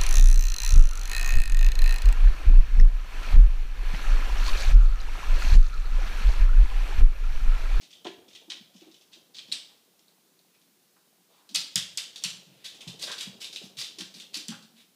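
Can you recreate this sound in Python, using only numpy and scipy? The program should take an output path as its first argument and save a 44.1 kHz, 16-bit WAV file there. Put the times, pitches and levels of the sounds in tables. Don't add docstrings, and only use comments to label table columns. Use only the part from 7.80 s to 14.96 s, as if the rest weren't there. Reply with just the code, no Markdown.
import sys
import numpy as np
from scipy import signal
from scipy.fft import rfft, irfft, next_fast_len
from scipy.io import wavfile

SR = 44100
rng = np.random.default_rng(int(sys.argv[2]) if len(sys.argv) > 2 else 0)


def natural_amplitude(level_db):
    exponent = np.asarray(level_db, float) / 20
    return 10 ** exponent


def digitize_waveform(pressure):
    field = np.atleast_2d(pressure).T
    bounded = np.clip(field, -1, 1)
    quanta = np.round(bounded * 32767).astype(np.int16)
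    wavfile.write(sys.argv[1], SR, quanta)


N = 315619
NEAR_FROM_S = 3


def rms_one(x):
    return x / np.sqrt(np.mean(x ** 2) + 1e-30)


def peak_one(x):
    return x / np.max(np.abs(x))


def at_hz(points, hz):
    table_hz, values = np.transpose(points)
    return np.interp(np.log(np.maximum(hz, 1)), np.log(table_hz), values)


def band(x, low_hz, high_hz):
    edges_hz = [low_hz, min(high_hz, 0.45 * SR)]
    return signal.sosfilt(signal.butter(2, edges_hz, "band", fs=SR, output="sos"), x)


def resonate(x, hz, width_hz):
    r = np.exp(-np.pi * width_hz / SR)
    feedback = [1, -2 * r * np.cos(2 * np.pi * hz / SR), r * r]
    return signal.lfilter([(1 - r * r) / 2, 0, (r * r - 1) / 2], feedback, x)


def colour(points, size):
    hz = np.arange(size // 2 + 1) * SR / size
    cepstrum = irfft(np.log(natural_amplitude(at_hz(points, hz))), size)
    cepstrum[1:size // 2] *= 2
    cepstrum[size // 2 + 1:] = 0
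    return np.exp(rfft(cepstrum))


def add(track, s, sound):
    i = max(round(s * SR), 0)
    track[i:i + len(sound)] += sound[:N - i]


def grains(shape, spread_db):
    size_db = spread_db * np.minimum(rng.exponential(1, shape), 5)
    return rng.standard_normal(shape) * natural_amplitude(size_db)


# (frequency [Hz], density [dB per Hz])
TILE_COLOUR = [(290, -60.5), (500, -23), (631, -23.5), (1340, -20), (1460, -20), (2260, -10.5), (3290, -1),
               (5020, -5), (10800, -28), (14900, -34), (16000, -22.5)]
# (time [s], peak [dB], claw ring [Hz], hallway share [dB])
FAR_TICKS = [(0.011, -44, 2390, 3), (0.0304, -44.5, 3830, 2), (0.1046, -46.5, 2900, 7),
             (0.1291, -35, 3360, -1), (0.2462, -33, 3170, 2.5), (0.269, -25, 2950, -6.5),
             (0.481, -45.5, 3280, 4), (0.531, -39.5, 3850, -1), (0.5502, -34.5, 3120, 1.5),
             (0.5596, -38, 3060, -17), (0.701, -23.5, 3820, -1), (0.7188, -21.5, 2800, -8.5),
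             (0.9408, -48, 3000, 0), (0.961, -45.5, 3230, 3.5), (1.0098, -39.5, 3450, -5),
             (1.114, -44.5, 4150, -0.5), (1.1436, -39, 3300, -4), (1.2102, -47.5, 3150, 2.5),
             (1.3316, -39, 3930, 1.5), (1.5463, -36.5, 4000, 2.5), (1.585, -27, 3870, -17),
             (1.591, -26, 3480, -4.5), (2.1923, -45, 3710, -7), (2.749, -54, 2530, -12),
             (2.8155, -46, 3700, -10)]
# (time [s], peak [dB], claw ring [Hz], hallway share [dB])
NEAR_TICKS = [(3.691, -33.5, 4370, -4), (3.7494, -13.5, 4340, -0.5), (3.7619, -11, 4680, -6.5),
              (4.359, -24.5, 4300, -3), (4.8451, -33, 3840, 0), (4.8584, -28, 3770, 0.5),
              (4.9459, -41, 3300, 3), (5.007, -36, 2800, 5), (5.0755, -31.5, 3670, 5),
              (5.192, -36.5, 4000, 2), (5.226, -19.5, 4470, -5), (5.2397, -24, 4700, -0.5),
              (5.2721, -27, 3060, 1.5), (5.3153, -23.5, 3540, -1), (5.38, -32, 4230, 8),
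              (5.4074, -23.5, 3460, 0), (5.6161, -36, 2940, 9), (5.6442, -23.5, 3950, -2.5),
              (5.7278, -31.5, 4700, 3), (5.7606, -18.5, 3120, -6), (5.969, -39.5, 3850, 9),
              (5.9839, -35.5, 3500, 11), (6.0136, -17, 4270, -6), (6.044, -24.5, 3550, -3.5),
              (6.1859, -24.5, 5360, -2), (6.2082, -22.5, 3460, -5), (6.3404, -39, 4600, 5.5),
              (6.3993, -31, 3400, 1), (6.543, -18, 4500, -2.5), (6.8252, -40.5, 4050, -2.5)]


def claws():
    size, spots, skid_s = 4096, 3, 0.0011
    t = np.arange(size) / SR
    near, far = np.zeros(N), np.zeros((spots, N))
    ticks = FAR_TICKS + NEAR_TICKS
    tile = colour(TILE_COLOUR, size)
    tap = 1.0 * (t == 0)
    stroke = t / skid_s * np.exp(1 - t / skid_s)
    for k, ((s, db, hz, hall_db), grit) in enumerate(zip(ticks, grains((len(ticks), size), spread_db=6.5))):
        if s < NEAR_FROM_S:
            bright_db, body = -17 - 0.37 * (db + 42), 0.4
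        else:
            bright_db, body = -15.5 - 0.12 * (db + 47.5), 0.8
        skid = 0.17 * rms_one(grit) * stroke
        wide = irfft(rfft([tap, 0.72 * tap + skid]) * tile, size)
        ring = resonate(wide, hz, width_hz=1640)
        treble = natural_amplitude(bright_db + 22.5) * band(wide, 5080, 13800)
        even, tick = body * band(wide, 450, 7100) + ring + treble
        add(near, s, natural_amplitude(db - 3.0) * peak_one(tick))
        spread = rms_one(rms_one(even) + 0.5 * rms_one(tick))
        add(far[k % spots], s, natural_amplitude(db + hall_db - 20.5) * spread)
    return near, far


# (time [s], peak [dB], claw ring [Hz], rebound [s], hallway share [dB])
CLEAN_STRIKES = [(1.7168, -26.5, 3880, 0.00054, -0.5), (1.7205, -41, 8500, .0003, -12),
                 (1.7232, -14.5, 4080, 0.00072, -24), (1.727, -22.5, 7740, 0.00032, -7.5),
                 (1.7302, -27, 4500, 0.0017, -2), (1.7348, -35, 8800, .0003, -17),
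                 (2.2822, -47.5, 4150, 0.00049, -12), (2.5915, -51, 4370, .0005, -10),
                 (3.747, -15, 4000, 0.00083, -7.5), (3.7588, -10.5, 5140, 0.00048, -29),
                 (3.9576, -6, 5400, 0.00059, -10.5), (4.1733, -17.5, 5370, .0014, -8.5),
                 (4.1755, -17, 4300, 0.00061, -7.5), (4.4203, -47, 6400, 0.00034, 6),
                 (4.4381, -13.5, 5830, 0.0007, -6.5), (4.8465, -36, 6000, .0005, -7),
                 (5.197, -35, 7000, .0005, -6), (5.2235, -24.5, 6500, 0.00048, -11),
                 (5.3185, -29, 5500, 0.00052, -5), (5.4095, -24.5, 5100, 0.00062, -7),
                 (6.1875, -33, 5400, 0.00049, -4), (6.573, -24, 4220, 0.00052, -9.5),
                 (6.6833, -21, 5070, 0.00066, -9)]


def strikes():
    size, spots, skirting_s = 2048, 3, 0.0018
    turn = -2j * np.pi * np.arange(size // 2 + 1) * SR / size
    near, far = np.zeros(N), np.zeros((spots, N))
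    tile = colour(TILE_COLOUR, size)
    skirting = 1 + 0.56 * np.exp(turn * skirting_s)
    for k, (s, db, hz, rebound_s, hall_db) in enumerate(CLEAN_STRIKES):
        crack_db = -11 if s < NEAR_FROM_S else 20
        rebound = np.exp(turn * rebound_s)
        direct = (1.07 + rebound + 0.12 * rebound ** 2) * skirting
        contact = irfft([direct, 1 + 0.28 * rebound], size)
        ring = resonate(resonate(contact, hz, width_hz=1200), hz, width_hz=1200)
        crack = band(contact, 4450, 7000) + 1.3 * resonate(contact, 7200, width_hz=1200)
        hit = peak_one(ring[0]) + natural_amplitude(crack_db) * peak_one(crack[0])
        add(near, s, natural_amplitude(db) * peak_one(hit))
        spread = rms_one(irfft(rfft(contact[1]) * tile, size))
        spread += 0.26 * natural_amplitude(-crack_db / 2) * rms_one(ring[1])
        spread += 0.11 * natural_amplitude(crack_db / 2) * rms_one(crack[1])
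        add(far[k % spots], s, natural_amplitude(db + hall_db - 12) * rms_one(spread))
    return near, far


# (time [s], length [s], rms [dB], centre [Hz])
SCUFFS = [(.0, 0.061, -56.5, 3800), (0.501, 0.03, -61, 3320), (0.696, 0.019, -40, 5760),
          (.70, 0.036, -49.5, 1900), (0.95, 0.18, -66, 3500), (1.314, 0.045, -56.5, 4000),
          (1.536, 0.075, -51, 4450), (1.668, 0.048, -57, 4130), (3.481, 0.15, -70, 3520),
          (2.734, 0.027, -69.5, 2500), (3.161, 0.014, -66, 1170), (3.489, 0.21, -72, 990),
          (0.246, 0.04, -49.5, 1730), (3.743, 0.017, -35, 6150), (4.35, 0.016, -73, 6370),
          (4.602, 0.69, -64, 3170), (4.839, 0.038, -44, 3800), (5.202, 0.059, -41, 4270),
          (5.261, 0.096, -46.5, 1480), (4.946, 0.25, -68, 910), (1.846, 0.14, -74, 880),
          (5.383, 0.072, -44, 3530), (5.6, 0.037, -42.5, 4540), (5.819, 0.057, -52, 4550),
          (5.973, 0.052, -39.5, 4500), (6.2, 0.026, -52.5, 1580), (6.335, 0.1, -53.5, 3950),
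          (6.529, 0.061, -42, 4200), (6.708, 0.046, -48.5, 1400), (6.953, 0.086, -59.5, 3600)]


def slides():
    out, size = np.zeros(N), 16384
    t = np.arange(size) / SR
    for (s, length_s, db, hz), grit in zip(SCUFFS, grains((len(SCUFFS), size), spread_db=4.0)):
        rub = 0.6 * band(grit, hz / 1.74, hz * 1.27)
        rub += 1.3 * resonate(grit, hz, width_hz=hz / 3.2)
        rub += 0.044 * band(grit, hz * 0.75, hz * 3.4)
        rub += 0.25 * band(grit, hz / 3.0, hz / 0.45)
        stroke = np.sin(np.pi * np.minimum(t / length_s, 1))
        add(out, s, natural_amplitude(db) * rms_one(rub) * stroke)
    return out


# (time [s], peak [dB], floor ring [Hz], t60 [s])
FLOOR_THUMPS = [(0.022, -49, 297, 0.074), (0.25, -30, 338, 0.14), (0.678, -46.5, 300, 0.091),
                (0.74, -54.5, 309, 0.26), (0.804, -43, 185, 0.064), (0.948, -46.5, 219, 0.12),
                (1.016, -47, 345, 0.15), (1.066, -47.5, 322, 0.19), (1.36, -52.5, 340, 0.12),
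                (1.684, -49.5, 210, 0.14), (1.724, -55, 247, 0.17), (3.693, -55, 265.3, 0.79),
                (3.754, -46.5, 175, 0.13), (3.9563, -28.5, 169, 0.093), (4.448, -42, 164, 0.22),
                (4.565, -51, 169, 0.14), (4.666, -54, 162.3, 0.39), (6.199, -46, 191, 0.15),
                (5.068, -33, 156, 0.13), (5.224, -45.5, 536, 0.12), (5.264, -48.5, 561, 0.34),
                (5.468, -38.5, 194.5, 0.14), (5.551, -50, 201, 0.12), (5.814, -44.5, 412, 0.078),
                (5.835, -40.5, 193, 0.13), (5.97, -45.5, 145, 0.12), (6.182, -36, 318, 0.15),
                (6.349, -49, 200, 0.17), (6.56, -43.5, 289, 0.19), (6.684, -35, 212.7, 0.26),
                (.25, -31, 620, 0.09),
    (.251, -35, 880, 0.078),
    (0.89, -76, 330, 0.083),
    (.614, -69, 500, 0.075),
    (3.5, -81, 450, .04),
]


def thumps():
    out, size = np.zeros(N), 22050
    t = np.arange(size) / SR
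    blows = FLOOR_THUMPS
    detune = rng.uniform(-1.36, 1.0, len(blows))
    noise = rng.standard_normal((len(blows), size))
    for (s, db, hz, t60_s), d, n in zip(blows, detune, noise):
        knock_db = -10 - 0.81 * (db + 50) + 9.5 * np.log2(hz / 250)
        pair_hz = hz * (1.1 + 0.058 * d)
        pair = np.sin(2 * np.pi * hz * t) + 0.86 * np.sin(2 * np.pi * pair_hz * t)
        ring = pair + 0.82 * rms_one(band(n, hz / 1.39, hz * 1.22))
        blow = ring * natural_amplitude(-60 * t / max(t60_s, 0.02)) * (1 - np.exp(-t / 0.0058))
        knock = rms_one(band(n, 370, 780)) * np.exp(-t / 0.021) * (1 - np.exp(-t / 0.0057))
        add(out, s, natural_amplitude(db - 2.0) * (blow + natural_amplitude(knock_db) * knock))
    out = signal.sosfilt(signal.butter(6, 120, "high", fs=SR, output="sos"), out)
    add(out, 5.078, natural_amplitude(-55) * np.sin(2 * np.pi * 55 * t) * np.exp(-t / 0.026))
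    return out


def doorway(x):
    dull = signal.sosfilt(signal.butter(2, 7500, fs=SR, output="sos"), x)
    return np.where(np.arange(N) < NEAR_FROM_S * SR, dull, x)


# (frequency [Hz], t60 [s])
HALLWAY_T60 = [(150, 0.73), (400, 0.67), (1000, 0.47), (2800, 0.44), (7000, 0.4), (14000, 0.32)]


def hallway(feeds, onset_s=0.0019):
    t = np.arange(SR) / SR
    noise = grains((2, len(feeds), SR), spread_db=4.0)
    edges_hz = 90 * 2 ** np.arange(0, 8, 0.5)
    echo = 0
    for k, (low_hz, high_hz) in enumerate(zip(edges_hz, edges_hz[1:])):
        t60_s = at_hz(HALLWAY_T60, np.sqrt(low_hz * high_hz))
        echo = echo + band(noise[k % 2], low_hz, high_hz) * natural_amplitude(-60 * t / t60_s) / np.sqrt(t60_s)
    onset = 1 - np.exp(-(t / onset_s) ** 2)
    near_walls = 0.6 * np.exp(-t / 0.038)
    rooms_beyond = 0.038 * np.exp(np.minimum(t / 0.093, 4.5))
    echo = echo * onset * (1 + near_walls + rooms_beyond)
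    echo = echo / np.sqrt(np.sum(echo ** 2, axis=1, keepdims=True))
    return signal.fftconvolve(feeds, echo, axes=1)[:, :N].sum(axis=0)


def creaks():
    per_s, level_db, cycles = 150.0, -78.5, 5.4
    born = (rng.random(N) < per_s / SR) * rng.standard_normal(N)
    dealt = rng.integers(0, 8, N)
    out = np.zeros(N)
    for k, hz in enumerate(np.geomspace(280, 760, 8)):
        bumps = born * (dealt == k) + 1e-18
        out += resonate(resonate(bumps, hz, hz / cycles), hz, hz / 1.7)
    return natural_amplitude(level_db) * rms_one(out)


# (frequency [Hz], density [dB per Hz])
HISS_COLOUR = [(24, -64), (40, -49), (147, -7.5), (176, 1.5), (209, -2.5), (412, -5.5), (585, -14.5),
               (1020, -12), (1900, -14.5), (4240, -11), (7540, -14), (14800, -14.5), (16000, -30)]
# (time [s], level [dB])
RUMBLE_LEVEL = [(0.0, -70), (0.4, -54), (0.76, -72.5), (1.75, -60), (2.07, -76), (3.6, -74), (4.0, -61.5),
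                (4.82, -59.5), (5.3, -51), (5.6, -54.5), (6.7, -60.5), (7.16, -76)]


def background():
    size = next_fast_len(N)
    t = np.arange(N) / SR
    white = rng.standard_normal((3, size))
    hz = np.arange(size // 2 + 1) * SR / size
    hiss = irfft(rfft(white[0]) * natural_amplitude(at_hz(HISS_COLOUR, hz)), size)[:N]
    lumps = natural_amplitude(2.57 * rms_one(band(white[1, :N], 10.4, 28)))
    level_db = np.interp(t, *np.transpose(RUMBLE_LEVEL))
    rumble = natural_amplitude(level_db - 7.0) * rms_one(band(white[2, :N], 146, 600) * lumps)
    whistle = natural_amplitude(-82) * np.sqrt(2) * np.sin(2 * np.pi * 15000 * t)
    return natural_amplitude(-66.5) * rms_one(hiss) + rumble + whistle


def scene():
    ticks, far_ticks = map(doorway, claws())
    hits, far_hits = strikes()
    rubs, weight = doorway(slides()), thumps()
    far = far_ticks + far_hits
    far[0] += 0.86 * rubs + 0.33 * weight
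    mix = ticks + hits + 1.05 * rubs + weight
    return (mix + hallway(far) + background() + creaks())[None]


def low_pass(x):
    return signal.sosfilt(signal.butter(12, 16480, fs=SR, output="sos"), x)


def record(dry):
    mix = signal.sosfilt(signal.cheby2(12, 45, 16050, fs=SR, output="sos"), dry)
    return low_pass(mix)


dry = scene()
out = record(dry)
digitize_waveform(out)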